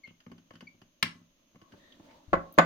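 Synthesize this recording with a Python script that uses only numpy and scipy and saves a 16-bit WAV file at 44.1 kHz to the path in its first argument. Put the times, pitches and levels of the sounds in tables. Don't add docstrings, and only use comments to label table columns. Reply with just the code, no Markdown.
import sys
import numpy as np
from scipy import signal
from scipy.fft import rfft, irfft
from scipy.io import wavfile
from scipy.ndimage import uniform_filter1d

SR = 44100
rng = np.random.default_rng(int(sys.argv[2]) if len(sys.argv) > 2 else 0)


def output_pcm(signal):
    pcm = np.clip(np.atleast_2d(signal).T, -1, 1) * 32767
    wavfile.write(sys.argv[1], SR, np.round(pcm).astype(np.int16))


N = 116865
RING_N = 16384
WIDE_HZ = 1210

# frequency in Hz, level in dB.
AIR_COLOUR = [(25, 2.5), (100, -15.5), (240, -1.5), (400, -23), (800, -30), (1100, -14.5), (1600, -20),
              (3000, -10), (4500, -19), (5800, -17), (6500, -4.5), (7400, -50), (12000, -21), (16000, -32)]
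# frequency in Hz, level in dB.
RUSTLE_COLOUR = [(25, -11), (80, -6.5), (150, -7), (290, 5), (430, -11), (600, 2), (780, -14.5), (1000, -8),
                 (1400, -15), (2300, -17.5), (3900, -15), (5000, -20.5), (7000, -29), (9500, -35.5),
                 (16000, -34)]
# time in seconds, level in dB.
RUSTLE_RIDE = [(0, -71), (.3, -77.5), (.62, -71), (.95, -74.5), (1.45, -74), (1.66, -69.5), (1.78, -62),
               (1.95, -63.5), (2.12, -59), (2.22, -64), (2.65, -62.5)]
# frequency in Hz, t60 in seconds.
ECHO_DECAY = [(100, 0.34), (500, 0.36), (1000, 0.3351), (1900, 0.22), (3500, 0.13), (5500, 0.41),
              (14000, 0.06)]
# frequency in Hz, level in dB.
ECHO_COLOUR = [(60, -16.5), (200, -6.5), (500, -11), (1100, -9.5), (2000, -5.5), (5000, -10.5),
               (8000, -11.5), (16000, -10.5)]
# start and length in seconds, resonance and width in Hz, level in dB.
SCRAPE_CUES = [(.055, .06, 2900, 600, -60), (1.58, .15, 1100, 140, -69), (1.718, .03, 1500, 450, -61),
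               (1.74, .28, 3650, 700, -70), (1.76, .22, 1860, 200, -67), (1.919, .014, 3300, 1100, -56),
               (1.95, .3, 600, 150, -67), (2.02, .24, 900, 180, -64), (2.07, .07, 2100, 700, -66)]
# start and length in seconds, first and last pitch in Hz, level in dB.
SQUEAK_CUES = [(0.034, 0.027, 2280, 2130, -43.5), (0.669, 0.017, 2335, 2250, -43.5)]
# start in seconds, then chassis ring, thud, clack and tick levels in dB.
TAP_CUES = [(.074, -53.5, -51.5, -49.5, -55.5), (.105, -59, -50.5, -55, -67.5),
            (.203, -89, -63, -85, -53.5), (0.2643, -43.5, -45, -42.5, -62), (.298, -52, -49, -73, -72),
            (.316, -46, -37.5, -43.5, -53), (0.38, -56.5, -49.5, -66, -56), (.507, -67, -43, -40.5, -55),
            (0.536, -55.5, -47, -62, -56), (.554, -53.5, -49, -53.5, -49.5),
            (0.607, -62, -66.5, -43.5, -45.5), (.623, -48, -40, -56, -66), (.744, -60.5, -53, -71, -81),
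            (0.816, -58, -42.5, -53, -53.5), (1.151, -51.5, -52, -62, -68), (1.21, -56.5, -54.5, -71, -87),
            (1.546, -73, -47.5, -64, -72), (1.557, -55.5, -47.5, -51, -63), (1.615, -77, -42.5, -51.5, -56),
            (1.721, -51.5, -72, -62, -53.5), (1.735, -72, -38.5, -63, -65), (1.996, -67, -39, -64, -77),
            (2.111, -68, -69, -56, -58)]
# frequency in Hz, level in dB.
DULL_COLOUR, CLACK_COLOUR, TICK_COLOUR = [(25, -29), (60, -5.5), (110, -2), (200, 1.5), (330, 1.5),
                                          (480, -9), (900, -11.5), (4000, -47.5)], [(60, -24.5), (300, -4.5), (550, 9.5), (830, -10.5),
                                                        (1100, 7.5), (1450, -7.5), (2300, -17), (4000, -27),
                                                        (16000, -45)], [(200, -44.5), (1500, 3),
                                                                       (2400, -7.5), (3000, 5.5),
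                                                                       (3800, -13.5), (4700, -3.5),
                                                                       (8000, -28.5), (10500, -24),
                                                                       (16000, -32)]
# frequency in Hz, level in dB, t60 in seconds.
BOARD_MODES, CHASSIS_MODES = [(1083, -5, 0.038), (1279, -11, .05), (1703, -4.5, 0.035), (1780, -22.5, 0.18),
                              (1997, -20.5, 0.28), (2185, 8.5, 0.0087), (2905, -3.5, 0.032),
                              (3116, -10, .04), (4390, -4.5, .025), (5380, -21, .2)], [(99.6, -11, 0.2), (166.8, -6, 0.29), (237.9, -4, 0.26),
                                             (268.5, -7, 0.21), (350, -13, 0.033)]
BENCH_MODES, BENCH_LOW_MODES = [(169.7, -8, 0.25), (337, -7.5, 0.031), (422, -14.5, .1), (543.2, -1, 0.11),
                                (665, -6, 0.18), (716.7, -7.5, 0.096), (845, -5, 0.061), (980, -27, 0.3),
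                                (1097, 8, 0.071), (1162, 6, 0.031), (1342, -18, 0.075), (1501, -11, 0.19),
                                (1991, -1.5, 0.089), (2138, -8.5, 0.11)], [(48, -9, 0.087), (79, 2.5, 0.053)]
# start in seconds, level in dB.
THUD_CUES, THIN_TICK_CUES = [(2.279, -40), (2.325, -29), (2.368, -36), (2.583, -36)], [(2.5244, -45.5), (2.5396, -47)]
# frequency in Hz, level in dB.
SHUDDER_COLOUR, THIN_TICK_COLOUR = [(25, -0.5), (50, 1), (95, -5), (160, -19), (500, -52.5)], [(500, -40), (7500, -30), (9500, 3), (12000, 7),
                                                     (14000, 17.5), (16500, 1)]
# start in seconds, ring, clatter and steel levels in dB, low-pass cutoff in Hz.
KNOCK_CUES = [(2.3310, -22.5, -8, -45, 990), (2.3365, -34.5, -15.5, -47, 1310),
              (2.3515, -34, -25.5, -57, 1440), (2.578, -19.5, -9, -42.5, 407),
              (2.5852, -18.5, -6.5, -22, 2310), (2.5880, -25.5, -14, -27.5, 2500),
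              (2.5920, -18, -11, -55, 1950)]
# frequency in Hz, level in dB.
CLATTER_COLOUR, STEEL_COLOUR = [(30, -18), (100, -19), (200, -0.5), (600, 3), (1200, 3.5), (2000, -2),
                                (2700, -7.5), (5000, -8.5), (16000, -69)], [(500, 8), (3500, 7.5), (5600, -8.5), (6900, 9.5),
                                                 (8000, -11), (10300, -5.5), (13000, -14), (15200, -11),
                                                 (17000, -27)]
# frequency in Hz, level in dB.
CRACK_COLOUR, SNAP_COLOUR = [(60, -30), (250, -7), (700, -8), (1100, -2.5), (2200, 3), (4500, -1),
                             (6500, -12), (9500, -19), (12500, -37.5), (16000, -23)], [(300, -20), (2000, -3.5), (4500, 5), (6500, -12),
                                                 (9500, -1), (12500, -8), (16000, -4.5)]


def amp(db):
    return 10 ** (np.asarray(db) / 20)


def pan(db):
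    return amp(np.array([[db], [-db]]) / 2)


def curve(points, hz):
    point_hz, values = np.array(points, float).T
    return np.interp(np.log(np.maximum(hz, 1)), np.log(point_hz), values)


def freqs(size):
    return np.fft.rfftfreq(size, 1 / SR)


def fall(t60):
    return np.exp(-np.log(1000) * np.arange(RING_N) / SR / t60)


def strike(t60, rise_s):
    return fall(t60) * (1 - fall(rise_s * np.log(1000)))


def add(out, start, sound):
    i = max(int(start * SR), 0)
    out[:, i:i + RING_N] += sound[..., :max(N - i, 0)]


def noise(size):
    mid, side = rfft(rng.standard_normal((2, size)))
    width = np.minimum(freqs(size) / WIDE_HZ + .1, 1)
    return irfft(np.array([mid + width * side, mid - width * side]) / np.sqrt(1 + width ** 2), size)


def noise_bed(colour):
    bed = irfft(rfft(noise(N)) * amp(curve(colour, freqs(N))), N)
    return bed / bed.std()


def response(colour):
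    gain = amp(curve(colour, freqs(RING_N)))
    cepstrum = irfft(np.log(gain / np.sqrt(np.mean(gain ** 2))))
    cepstrum[1:RING_N // 2] *= 2
    cepstrum[RING_N // 2 + 1:] = 0
    return np.exp(rfft(cepstrum))


def burst(colour, t60, rise_s):
    envelope = strike(t60, rise_s)
    spectrum = rfft(noise(RING_N) * envelope)
    local_power = uniform_filter1d(abs(spectrum) ** 2, size=160, axis=-1)
    flattened = spectrum * np.sqrt(np.sum(envelope ** 2) / local_power)
    fade_out = np.clip(2 - np.linspace(0, np.pi, RING_N), 0, 1)
    return irfft(flattened * response(colour)) * fade_out


def ring(modes):
    t, out = np.arange(RING_N) / SR, 0
    for k, (hz, db, t60) in enumerate(modes):
        skew = rng.choice([-1, 1]) * min(hz / WIDE_HZ, 1) ** 2 * np.pi / 4
        tone = np.sin(2 * np.pi * hz * t + np.array([[skew], [-skew]]))
        out = out + (-1) ** k * amp(db) * fall(t60) * tone
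    return out * (1 - fall(.001))


def soften(sound, hz):
    return signal.sosfilt(signal.butter(2, hz, fs=SR, output="sos"), sound)


def air():
    return amp(-72) * noise_bed(AIR_COLOUR)


def room_echo(dry):
    spectrum, hz, tail = rfft(noise(RING_N)), freqs(RING_N), 0
    octave = np.clip(np.log2(np.maximum(hz, 1) / 64), 0, 8)
    for k in range(9):
        band = irfft(spectrum * np.maximum(1 - abs(octave - k), 0))
        envelope = strike(curve(ECHO_DECAY, 64 * 2 ** k), rise_s=.003)
        tail = tail + band * envelope / np.sqrt(np.sum(envelope ** 2))
    gain = np.sqrt(np.mean(amp(curve(ECHO_COLOUR, hz)) ** 2))
    impulse = gain * irfft(rfft(tail) * response(ECHO_COLOUR))
    return signal.fftconvolve(dry, impulse, axes=1)[:, :N]


def sleeve_rustle():
    t, flicker_hz = np.arange(N) / SR, 38
    flicker_db = 1.5 * np.interp(t * flicker_hz, np.arange(1024), rng.standard_normal(1024))
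    ride_db = np.interp(t, *np.array(RUSTLE_RIDE).T)
    return noise_bed(RUSTLE_COLOUR) * amp(ride_db + flicker_db)


def scrapes():
    out, t = np.zeros((2, N)), np.arange(RING_N) / SR
    for start, length, hz, width, db in SCRAPE_CUES:
        resonance = 1 / (1 + (2 * (freqs(RING_N) - hz) / width) ** 2)
        rub = irfft(rfft(noise(RING_N)) * resonance)
        swell = np.sin(np.pi * np.minimum(t / length, 1))
        add(out, start, amp(db) * swell * rub / rub.std())
    return out


def pivot_squeaks():
    out, t = np.zeros((2, N)), np.arange(RING_N) / SR
    wobble_depth, glide_curve, octave_db = .015, .39, -15.5
    for start, length, first_hz, last_hz, db in SQUEAK_CUES:
        progress = np.minimum(t / length, 1)
        glide_hz = first_hz + (last_hz - first_hz) * progress ** glide_curve
        wobble = uniform_filter1d(rng.standard_normal(RING_N), size=100)
        pitch_hz = glide_hz * (1 + wobble_depth * wobble / wobble.std())
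        phase = 2 * np.pi * np.cumsum(pitch_hz) / SR
        tone = np.sin(phase) + amp(octave_db) * np.sin(2 * phase)
        add(out, start, amp(db) * np.sin(np.pi * progress) * tone)
    return out * pan(4.5)


def board_taps():
    out, chassis = np.zeros((2, N)), ring(CHASSIS_MODES)
    board = amp(-5.5) * soften(ring(BOARD_MODES), hz=1445)
    for start, ring_db, thud_db, clack_db, tick_db in TAP_CUES:
        thud = amp(thud_db) * burst(DULL_COLOUR, t60=.039, rise_s=.0038)
        clack = amp(clack_db) * (board + burst(CLACK_COLOUR, t60=.022, rise_s=.0019))
        tick = amp(tick_db) * burst(TICK_COLOUR, t60=.04, rise_s=.00058)
        add(out, start, amp(ring_db) * chassis + thud + clack + tick)
    return out * pan(.5)


def thin_ticks():
    out = np.zeros((2, N))
    for start, db in THIN_TICK_CUES:
        add(out, start, amp(db) * burst(THIN_TICK_COLOUR, t60=.018, rise_s=.0002))
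    return out


def hand_thuds():
    out = np.zeros((2, N))
    thud = soften(ring(BENCH_LOW_MODES), hz=110) * pan(8)
    for start, db in THUD_CUES:
        shudder = amp(-11.5) * burst(SHUDDER_COLOUR, t60=.3, rise_s=.005)
        add(out, start, amp(db) * (thud + shudder))
    return out


def bench_knocks():
    out, bench = np.zeros((2, N)), ring(BENCH_MODES)
    for start, ring_db, clatter_db, steel_db, cutoff_hz in KNOCK_CUES:
        clatter = amp(clatter_db) * burst(CLATTER_COLOUR, t60=.039, rise_s=.0002)
        body = soften(amp(ring_db) * bench + clatter, cutoff_hz)
        chink = amp(steel_db) * burst(STEEL_COLOUR, t60=.032, rise_s=.0002)
        add(out, start, body * pan(-1) + chink * pan(-3))
    return out


def snip():
    out, break_s, bite_ahead_s = np.zeros((2, N)), 1.0273, .0014
    bite = amp(-21.5) * burst(CRACK_COLOUR, t60=.019, rise_s=.0008)
    crack = amp(-11) * burst(CRACK_COLOUR, t60=.019, rise_s=.0008)
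    board = amp(-21) * ring(BOARD_MODES)
    snap = amp(-23.5) * burst(SNAP_COLOUR, t60=.018, rise_s=.0001)
    chassis = amp(-33.5) * ring(CHASSIS_MODES)
    jolt = amp(-39.5) * burst(DULL_COLOUR, t60=.15, rise_s=.002)
    add(out, break_s - bite_ahead_s, bite)
    add(out, break_s, crack + board + snap + chassis + jolt)
    return out


def scene():
    pivot, handling, cut = pivot_squeaks(), board_taps() + scrapes(), snip()
    landing = bench_knocks() + hand_thuds() + thin_ticks()
    echo_send = amp(.5) * pivot + handling + cut + amp(-.5) * landing
    return pivot + handling + cut + landing + room_echo(echo_send) + sleeve_rustle() + air()


def record(dry):
    ceiling, top_hz = .9, 16600
    rounded = dry / (1 + (dry / ceiling) ** 6) ** (1 / 6)
    return signal.sosfilt(signal.ellip(10, .1, 80, top_hz, fs=SR, output="sos"), rounded)


dry = scene()
out = record(dry)
output_pcm(out)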